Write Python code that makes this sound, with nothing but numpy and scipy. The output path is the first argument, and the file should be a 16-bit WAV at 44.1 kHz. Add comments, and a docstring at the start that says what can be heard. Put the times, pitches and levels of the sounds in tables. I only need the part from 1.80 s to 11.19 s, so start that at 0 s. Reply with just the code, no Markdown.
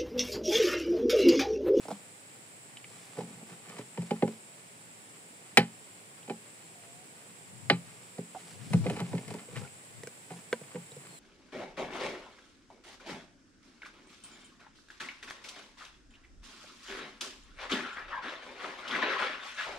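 """A plastic jerrycan, knocked and dragged on dry grass to the left, a metre from a phone with two ports.
Knocks are decaying panel modes driven by gritty contact; a jug and a basket ahead work the same way.
Clicks through the can's modes make its dragging, coloured clicks make the grass rustle, and ticks snap.
Low noise bursts are wind at the ports and one strong thump, probably through the ground;
wavering sines call as birds, and insects shimmer over a distant hiss."""
import sys
import numpy as np
from scipy import signal
from scipy.fft import rfft, irfft
from scipy.io import wavfile
from scipy.ndimage import uniform_filter1d

SR = 44100
rng = np.random.default_rng(int(sys.argv[2]) if len(sys.argv) > 2 else 0)


def inscribe(sig):
    """Save sig as 16-bit PCM at rate SR to the path in sys.argv[1].

    A 1-D sig is mono; a 2-D sig holds one channel per row.
    Samples are clipped to [-1, 1] before scaling.
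    """
    pcm = np.round(np.clip(np.atleast_2d(sig).T, -1, 1) * 32767)
    wavfile.write(sys.argv[1], SR, pcm.astype(np.int16))


def boost_factor(decibels):
    """Convert a level in decibels to a linear amplitude factor."""
    exponent = np.asarray(decibels, float) / 20
    return 10 ** exponent


N = 414099
T = np.arange(N) / SR


def level(x, db):
    """Scale to an rms level."""
    return x * boost_factor(db) / np.sqrt(np.mean(x ** 2))


def curves(table, off_db=-120.):
    """Columns of a table at every sample; off outside its span."""
    s, *columns = np.transpose(table)
    return [np.interp(T, s, c, off_db, off_db) for c in columns]


def walk(rate):
    """Random levels held 1 / rate s and slewed twice; spread near 1."""
    k = int(SR / rate)
    steps = np.repeat(rng.standard_normal(N // k + 1), k)
    return 0.87 * uniform_filter1d(uniform_filter1d(steps, k), k)[:N]


def colour(x, points):
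    """Shape a signal by points of (frequency [Hz], level [dB]), joined along log frequency."""
    hz, db = np.transpose(points)
    f = np.log(np.arange(N // 2 + 1) * SR / N + 1)
    return irfft(rfft(x) * boost_factor(np.interp(f, np.log(hz), db)), N)


def grains(rate, spread_db):
    """Sparse clicks, rate a second on average, of very uneven size; rms 1."""
    clicks = (rng.random(N) < rate / SR) * rng.standard_normal(N)
    return level(clicks * boost_factor(spread_db * rng.exponential(size=N)), 0)


def add(out, x, s):
    """Mix x in at time s."""
    i = int(s * SR)
    out[i:i + len(x)] += x[:N - i]


# spectrum of the open field's hiss: (frequency [Hz], relative level [dB])
FIELD_SPECTRUM = [(60, 1.5), (105, 3.5), (168, -0.5), (301, -2.5), (579, -5.5), (1280, -15.5),
                  (2300, -11.5), (4000, -18.5), (6000, -19.5), (9000, -11), (16000, -13)]


def field_hiss():
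    """Distant hiss: noise common to both ports plus opposed noise that is weak in the bass."""
    mid, side = (colour(rng.standard_normal(N), FIELD_SPECTRUM) for _ in range(2))
    side = colour(side, [(60, -9), (400, -8.5), (900, 4.0), (1500, 4.5), (3000, -0.5), (16000, 1)])
    both = mid + side * np.array([[1], [-1]])
    return level(both, -49.5) * boost_factor([[-.7], [.7]])  # the right port a little louder


# insect choruses: (centre [Hz], width [Hz], level before the shimmer [dB])
INSECT_CHORUSES = [(7754, 870, -56.5), (9250, 240, -63)]


def insects():
    """Choruses of dense uneven clicks in narrow bands; their level shimmers quickly and drifts slowly."""
    out = np.zeros((2, N))
    for hz, width, db in INSECT_CHORUSES:
        band = signal.butter(2, [hz - width / 2, hz + width / 2], "bandpass", fs=SR, output="sos")
        chorus = signal.sosfilt(band, [grains(4000, 0.72) for _ in range(2)])
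        out = out + level(chorus, db) * boost_factor(1.0 * walk(40) + .5 * walk(0.73))
    return out


def bird(call):
    """A near sine with soft ends, wavering a little on its way through the leaves."""
    s, hz, db = np.transpose(call)
    pitch = np.interp(T, s, hz) * (1 + 0.0055 * walk(90))
    tone = np.sin(2 * np.pi * np.cumsum(pitch) / SR) * boost_factor(2.0 * walk(60))
    return np.sqrt(2) * tone * uniform_filter1d(boost_factor(curves(call)[1]), size=800)


# bird calls, a low coo, a chirp and a fainter chirp: (time [s], pitch [Hz], level before wavering [dB])
COO_CALL = [(4.93, 796, -73), (4.962, 714, -62), (5.034, 680, -67), (5.09, 681, -61.5), (5.178, 715, -62),
            (5.194, 742, -62), (5.25, 750, -64), (5.27, 661.6, -73)]
CHIRP_CALL = [(9.28, 3850, -80), (9.3, 4300, -67), (9.325, 4200, -72), (9.337, 4330, -61),
              (9.358, 4050, -66), (9.372, 4150, -67), (9.39, 3940, -70)]
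FAINT_CHIRP_CALL = [(4.81, 4200, -78), (4.84, 4400, -67), (4.885, 4040, -76)]


def birds():
    """Three gliding calls, equal at both ports."""
    return bird(COO_CALL) + bird(CHIRP_CALL) + bird(FAINT_CHIRP_CALL)


# low bursts at the ports: wind gusts, and at 6.98 s a strong low thump, probably through the ground;
# levels are relative, like the breeze's:
# (time of the peak [s], level [dB], time to fall to about a third [s], left minus right [dB])
LOW_BURSTS = [(0.0, -60, 0.045, 8), (.52, -68, .1, 8), (1.12, -65, .1, 3), (2.51, -66, 0.085, -8),
              (3.89, -62, 0.14, -1), (5.15, -61, 0.12, 6), (5.9, -45, 0.12, 10), (6.76, -57, 0.031, 22),
              (6.98, -28, 0.074, 8.5), (7.32, -38, 0.026, 2), (7.498, -48, 0.04, 19.5),
              (7.792, -45, 0.046, 25.5), (8.18, -52, 0.035, 18)]


def wind_and_thump():
    """Low fluttering noise, unrelated at the two ports: a light breeze under bursts that rise and die away."""
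    power = boost_factor(-70.5 + 6.3 * np.array([walk(5), walk(5)])) ** 2  # breeze
    for s, db, fall_s, pan_db in LOW_BURSTS:
        peak = boost_factor(db + np.array([[pan_db], [-pan_db]]) / 2)
        power = power + (peak * np.exp(-np.abs(T - s) / fall_s)) ** 2
    rumble = [(30, -4), (110, -9), (200, -20.5), (500, -45.5), (2000, -59)]
    flutter = [colour(rng.standard_normal(N), rumble) * boost_factor(0.65 * walk(27)) for _ in range(2)]
    return level(np.array(flutter), 8.8) * np.sqrt(power)


# strokes of the hands:
# (start [s], length [s], can dragged [dB], rim scraped [dB], grass rustle [dB])
HAND_STROKES = [(0.0, 0.19, -59, -61.5, -58), (1.08, 0.3, -62, -68, -58), (1.373, 0.066, -43, -48, -54),
                (1.422, 0.23, -49.5, -66, -65), (1.672, 0.093, -53, -61, -57.5),
                (1.86, 0.17, -53.5, -54, -60), (2.137, 0.42, -60, -60.5, -61), (4.8, 0.14, -63, -69, -70),
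                (5.254, 0.78, -63.5, -78, -80), (6.06, 0.27, -66, -71, -63), (6.544, 0.4, -60, -71, -56.5),
                (6.922, 0.029, -56, -62, -47), (7.04, 0.2, -39.5, -46, -53.5), (7.257, 0.38, -49, -57, -55),
                (7.702, 0.17, -50.5, -55, -56.5), (8.486, 0.12, -52, -63, -58),
                (9.188, 0.19, -60, -65, -70)]
# hands never quite still, one level each for can dragged, rim scraped, grass rustle: (level [dB])
HAND_FIDGET = [-65.5, -67.5, -79.5]


def strokes():
    """Gains of drag, scrape and rustle: each stroke swells, holds and fades over a wavering fidget."""
    edge_s = 0.069
    power = boost_factor(np.array(HAND_FIDGET)[:, None] + 1.1 * walk(3.89)) ** 2
    for s, length, *db in HAND_STROKES:
        edge = np.clip(np.minimum(T - s, s + length - T) / edge_s + .5, 0, 1)
        power = power + (boost_factor(np.array(db)[:, None]) * edge) ** 2
    return np.sqrt(power)


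# spectrum of dry grass: (frequency [Hz], relative level [dB])
GRASS_SPECTRUM = [(1000, -4), (2400, -0.5), (4000, -5.5), (7000, -5), (11000, -0.5), (16000, -16)]


def grass(rustled):
    """Grass crackles under hands and plastic: shared uneven clicks, partly differing at the two ports."""
    crackle = grains(5600, 1.46) * boost_factor(3.2 * walk(40))
    sides = [crackle * (2.5 + rng.standard_normal(N)) for _ in range(2)]
    return np.array([level(colour(x, GRASS_SPECTRUM), 0) for x in sides]) * rustled


# small dry ticks: (time [s], peak level [dB], pitch [Hz])
DRY_TICKS = [(0.9702, -37, 2980), (1.043, -38.5, 2440), (1.926, -44, 1200), (4.4288, -46.5, 3000),
             (1.404, -35.5, 850), (6.547, -32.5, 740), (8.508, -37, 733), (7.8156, -49, 1320),
             (7.8473, -47, 1390), (7.874, -47, 2260), (8.8348, -48, 2400), (9.032, -54, 2150),
             (9.118, -47, 3900)]


def ticks():
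    """Tiny snaps: a few ms of grit through one broad resonance each."""
    out, t = np.zeros(N), np.arange(1024) / SR
    for s, db, hz in DRY_TICKS:
        note = np.exp(-t * hz / 4.5) * np.sin(2 * np.pi * hz * t)
        grit = np.exp(-t * hz / 11.5) * rng.standard_normal(len(t))
        x = signal.fftconvolve(note, grit)
        add(out, boost_factor(db) * x / np.abs(x).max(), s)
    return out


# parts of a body that a blow shares its force among: boom, belly, wall, shoulder, rim: (upper edge [Hz])
PART_EDGES = [210, 330, 620, 1100, 5000]


def ring(modes, seconds, scatter_db=0.):
    """Each mode's decaying sine, one row a mode; neighbouring low panel modes swing in opposite senses."""
    hz, db, t60 = np.transpose(modes)[:, :, None]
    t = np.arange(int(seconds * SR)) / SR
    sense = np.where(hz < PART_EDGES[3], (-1.) ** np.arange(len(modes))[:, None], 1)
    return sense * boost_factor(db + scatter_db) * np.exp(-np.log(1000) * t / t60) * np.sin(2 * np.pi * hz * t)


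# how long each part takes to speak, for a bulk of 1; boom to rim: (time [s])
PART_PUSH = [0.0046, 0.0024, 0.005886, 0.001, 0.000713]


def knocks(modes, blows, bulk, belly_db, shoulder_db, chatter_s, tail_db, tail_t60, click_t60):
    """Blows set big panels ringing cleanly; stiffer parts are shaken by a gritty contact and its rattle."""
    travel_s = 0.000981
    # a blow that mostly moves the big panels is a soft shove: the boom comes late,
    # fully so from this many dB over the wall
    shove_s, shove_db = .011, 8
    # the harder the blow, the thinner the rim: its low edge rises in dB for each dB over the wall
    thin_hz, thin_per_db = 1350., .15
    shoulder_per_db = 0.38  # the shoulder gains this for each dB that the rim stands above the wall
    out, part = np.zeros(N), np.searchsorted(PART_EDGES, np.array(modes)[:, 0])
    t = np.arange(int(.4 * SR)) / SR
    dull = signal.butter(3, 4800., fs=SR, output="sos")
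    bright = signal.butter(2, [4000., 14000.], "bandpass", fs=SR, output="sos")
    chatter = np.exp(-t / chatter_s)
    contact = chatter + boost_factor(tail_db) * np.exp(-np.log(1000) * t / tail_t60)
    snap = chatter + boost_factor(tail_db) * np.exp(-np.log(1000) * t / click_t60)
    for s, wall_db, boom_db, rim_db, click_db in blows:
        rows = ring(modes, .4, 2 * rng.standard_normal((len(modes), 1)))
        grit = rng.standard_normal((4, len(t)))
        hard = rim_db - wall_db
        thin = signal.butter(2, thin_hz * boost_factor(thin_per_db * hard), "highpass", fs=SR, output="sos")
        belly = wall_db + belly_db
        shoulder = wall_db + shoulder_db + shoulder_per_db * hard
        for k, db in enumerate((boom_db, belly, wall_db, shoulder, rim_db)):
            push_s = bulk * PART_PUSH[k]
            late_s = shove_s * np.clip((boom_db - wall_db) / shove_db, 0, 1) * (k == 0)
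            swell = (1 - np.exp(-t / push_s)) ** 2
            x = rows[part == k].sum(axis=0)
            if k < 2:
                x = x * swell
            else:
                # a clean first impact, then chatter
                impact = 2 * np.exp(-((t - push_s) * SR / 3) ** 2)
                force = signal.sosfilt(dull, impact + grit[k - 2] * contact * swell)
                x = signal.fftconvolve(x, force)[:len(t)]
            if k == 4:
                x = signal.sosfilt(thin, x)
            peak = np.sqrt(2 * uniform_filter1d(x ** 2, size=200).max())  # over 200 samples
            add(out, boost_factor(db) * x / peak, s + late_s + travel_s)
        # the click swells as the rim does
        add(out, boost_factor(click_db) * signal.sosfilt(bright, grit[3] * snap * swell), s + travel_s)
    return out


# ringing of the basket: (frequency [Hz], relative level [dB], time to fall 60 dB [s])
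BASKET_MODES = [(147, -11, 0.065), (201.5, 8, 0.16), (286, 0, 0.16), (425, -14.5, 0.058), (580, 2, 0.01),
                (683, 14, 0.01), (830, 12, 0.0086), (1060, -7, 0.011), (1210, 10, 0.01), (2320, -1, 0.0082),
                (3460, -1, 0.0051)]
# blows on the basket; part levels are short-term peaks, the click's is its noise before filtering:
# (time [s], wall level [dB], boom level [dB], rim level [dB], click level [dB])
BASKET_HITS = [(0.052, -39, -51, -61, -55), (0.082, -33.5, -51, -45, -43), (0.104, -29.5, -49, -45, -44),
               (0.112, -35.5, -32, -38.5, -45)]


def basket():
    """Basket knocks: a brief chatter and a strong rattle."""
    return knocks(BASKET_MODES, BASKET_HITS, bulk=0.38, belly_db=-7, shoulder_db=3,
                  chatter_s=0.0013, tail_db=-5.5, tail_t60=0.088, click_t60=0.13)


# ringing of the jug: (frequency [Hz], relative level [dB], time to fall 60 dB [s])
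JUG_MODES = [(140, 0, 0.28), (190, 7.5, 0.041), (230, 0, 0.21), (357, -9, 0.022), (487, 10, 0.041),
             (654, 13, 0.032), (976, -2, 0.065), (1320, -12, 0.014), (1570, 2, 0.024), (1900, 8.5, 0.0067),
             (1950, -10, 0.017), (2270, -2, 0.018), (2790, -2, 0.014), (3170, 4, 0.0022), (4200, -5, 0.01),
             (4900, -11, 0.0095)]
# blows on the jug, levels as for the basket:
# (time [s], wall level [dB], boom level [dB], rim level [dB], click level [dB])
JUG_HITS = [(1.385, -26.5, -57, -47, -50), (7.684, -41, -54, -59, -52), (7.729, -40.5, -44, -56, -51),
            (7.764, -35, -40, -35, -39), (7.814, -40, -46, -55, -48), (8.233, -36.5, -42, -41.5, -38),
            (8.271, -35.5, -50, -39.5, -35), (8.727, -19, -57, -22, -33), (8.811, -40, -42.5, -51, -56),
            (8.945, -35.5, -32, -48, -54), (8.955, -31, -59, -43.5, -52), (9.116, -46.5, -46.5, -67, -56),
            (9.164, -39.5, -41, -65, -47)]


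def jug():
    """Jug knocks: a small bulk speaks fast, with little belly and a faint rattle."""
    return knocks(JUG_MODES, JUG_HITS, bulk=0.2496, belly_db=-20.5, shoulder_db=-6,
                  chatter_s=.002, tail_db=-19, tail_t60=.09, click_t60=.05)


# ringing of the can, dragged or struck: (frequency [Hz], relative level [dB], time to fall 60 dB [s])
CAN_MODES = [(126.5, -2.5, 0.2), (173.5, 5.5, 0.2), (221.5, 0, 0.23), (263.8, -4, 0.18),
             (305.2, -2.5, 0.095), (371, -1, 0.056), (420, 1, 0.081), (498, 1.5, 0.043), (578, -6.5, 0.06),
             (702, 1.5, 0.027), (822, -5.5, 0.093), (947, -3.5, 0.028), (1190, -5, 0.039), (1356, -1, 0.02),
             (1518, -6.5, 0.046), (1786, -12, 0.059), (1900, 5.5, 0.0072), (2125, -1, 0.02),
             (2355, 1.5, 0.015), (2554, 0.5, 0.011), (2840, -13, 0.027), (3004, -2.5, 0.018),
             (3480, -7, 0.0076), (3900, -8, 0.01), (3980, -7.5, 0.0097), (4460, -7, 0.0084)]


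def dragged_can(dragged, scraped):
    """Uneven friction, as clicks through their modes, keeps the can's panels, walls and rim sounding."""
    part, rows = np.searchsorted(PART_EDGES, np.array(CAN_MODES)[:, 0]), ring(CAN_MODES, .3)
    panels = rows[part < 2].sum(axis=0)
    walls = rows[(part == 2) | (part == 3)].sum(axis=0)
    rim = rows[part == 4].sum(axis=0)
    drag = level(signal.fftconvolve(grains(300, 1.84), panels)[:N], 0)
    rub = level(signal.fftconvolve(grains(600, 1.0), walls)[:N], -1)
    stutter = grains(900, 1.4) * boost_factor(6 * walk(56))
    scrape = level(signal.fftconvolve(stutter, rim)[:N], 0)
    # walls follow the mean of drag and scrape in dB
    return drag * dragged + rub * np.sqrt(dragged * scraped) + scrape * scraped


# blows on the can, levels as for the basket:
# (time [s], wall level [dB], boom level [dB], rim level [dB], click level [dB])
CAN_HITS = [(1.369, -37.5, -32, -49, -49), (1.383, -36.5, -58, -48, -44), (1.407, -41, -50, -44, -46),
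            (1.696, -55, -44, -51, -52), (1.892, -47, -70, -65, -40), (1.984, -34.5, -35, -43.5, -40),
            (2.173, -31, -22, -40, -51), (2.218, -43, -55, -46, -42), (2.307, -21, -26.5, -30, -38),
            (2.422, -15, -20.5, -30, -49), (2.476, -33, -66, -40.5, -43), (3.771, -14.5, -25, -7, -8.5),
            (3.779, -21.5, -17, -19, -30), (4.476, -38, -52, -49, -52), (4.496, -28, -39, -34.5, -53),
            (4.509, -39.5, -39.5, -47, -55), (5.898, -19, -31, -10, -30), (5.909, -24.5, -18.5, -32, -46),
            (6.381, -30.5, -30.5, -49, -44), (6.9, -40, -26, -68, -51), (6.925, -47, -8, -57, -55),
            (6.932, -28, -35, -29, -31), (6.945, -30, -31, -61, -55), (7.054, -24.5, -52, -58, -42),
            (7.064, -29, -21, -32.5, -43), (7.097, -28, -25, -31.5, -34), (7.131, -45, -38, -48, -51),
            (7.164, -36.5, -55, -39, -40), (7.201, -33.5, -21, -35.5, -36), (7.33, -27.5, -20, -43, -54),
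            (7.349, -36.5, -40, -44, -42), (7.379, -45.5, -37.5, -37, -43), (7.479, -53, -40, -43.5, -40),
            (7.505, -36, -33, -40.5, -42), (7.538, -35.5, -53, -45, -36.5), (8.503, -40, -37, -45, -54),
            (8.959, -39, -34, -47, -58)]


def struck_can():
    """Can knocks: the largest bulk, so its big panels yield slowly and the lows come late."""
    return knocks(CAN_MODES, CAN_HITS, bulk=0.83, belly_db=-2.5, shoulder_db=-2.5,
                  chatter_s=.0038, tail_db=-16.0, tail_t60=0.15, click_t60=0.012)


# the phone's body shades the ports: (frequency [Hz], left minus right [dB])
PORT_SHADE = [(200, 1), (600, -4), (1200, -4.5), (2200, 1), (4400, -1.5), (9000, 11), (15000, 15)]


def ports(x, lag_s, corner_hz=600.0, most_rad=1.0):
    """The bass stays together at the two ports, while the treble leads at the left, up to a limit in phase."""
    f = np.arange(N // 2 + 1) * SR / N
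    phase = np.pi * f * lag_s * f ** 2 / (f ** 2 + corner_hz ** 2)
    turn = np.exp(1j * most_rad * np.tanh(phase / most_rad))
    left, right = (colour(x, np.array(PORT_SHADE) * [1, side]) for side in (.5, -.5))
    return irfft(rfft([left, right]) * np.array([turn, 1 / turn]), N)


def trees(near):
    """Trees nearby send back a faint, treble-leaning smear: decaying noise, separate at each port."""
    t = np.arange(SR // 4) / SR
    decay = np.exp(-np.log(1000) * t / 0.065) * np.minimum(t / 0.00043, 1)
    smear = rng.standard_normal((2, len(t))) * decay
    return boost_factor(-31.5) * signal.fftconvolve(np.diff(near, axis=1, prepend=0), smear, axes=1)[:, :N]


def scene():
    """The can stands to the left, jug and basket ahead, over grass, low bursts, birds and the field."""
    dragged, scraped, rustled = strokes()
    can = struck_can() + dragged_can(dragged, scraped)
    near = ports(can, .00015) + ports(jug() + basket() + ticks(), .00004)
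    background = wind_and_thump() + field_hiss() + insects() + birds()
    return near + trees(near) + grass(rustled) + background


def top_cut(x):
    """Nothing passes above the cut-off."""
    return signal.sosfilt(signal.butter(12, 16580, fs=SR, output="sos"), x)


# response of the phone's microphones: (frequency [Hz], level [dB])
MICROPHONE_RESPONSE = [(100, -3.5), (5600, 2), (6150, -3), (6700, 0), (9600, -2.5), (11000, -14.5),
                       (11900, -14.5), (12400, -31), (13000, -12.5), (15000, -11.5), (16000, -20)]


def record(dry):
    """The phone rounds the loudest peaks, cuts the deep bass steeply, has two notches and a dull top."""
    overload = .95
    rounded = overload * np.tanh(dry / overload)
    x = signal.sosfilt(signal.cheby2(6, 30., 82., "highpass", fs=SR, output="sos"), rounded)
    x = np.array([colour(channel, MICROPHONE_RESPONSE) for channel in x])
    x = signal.sosfilt(signal.ellip(8, .2, 70, 15550, fs=SR, output="sos"), x)
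    return top_cut(x)


dry = scene()
out = record(dry)
inscribe(out)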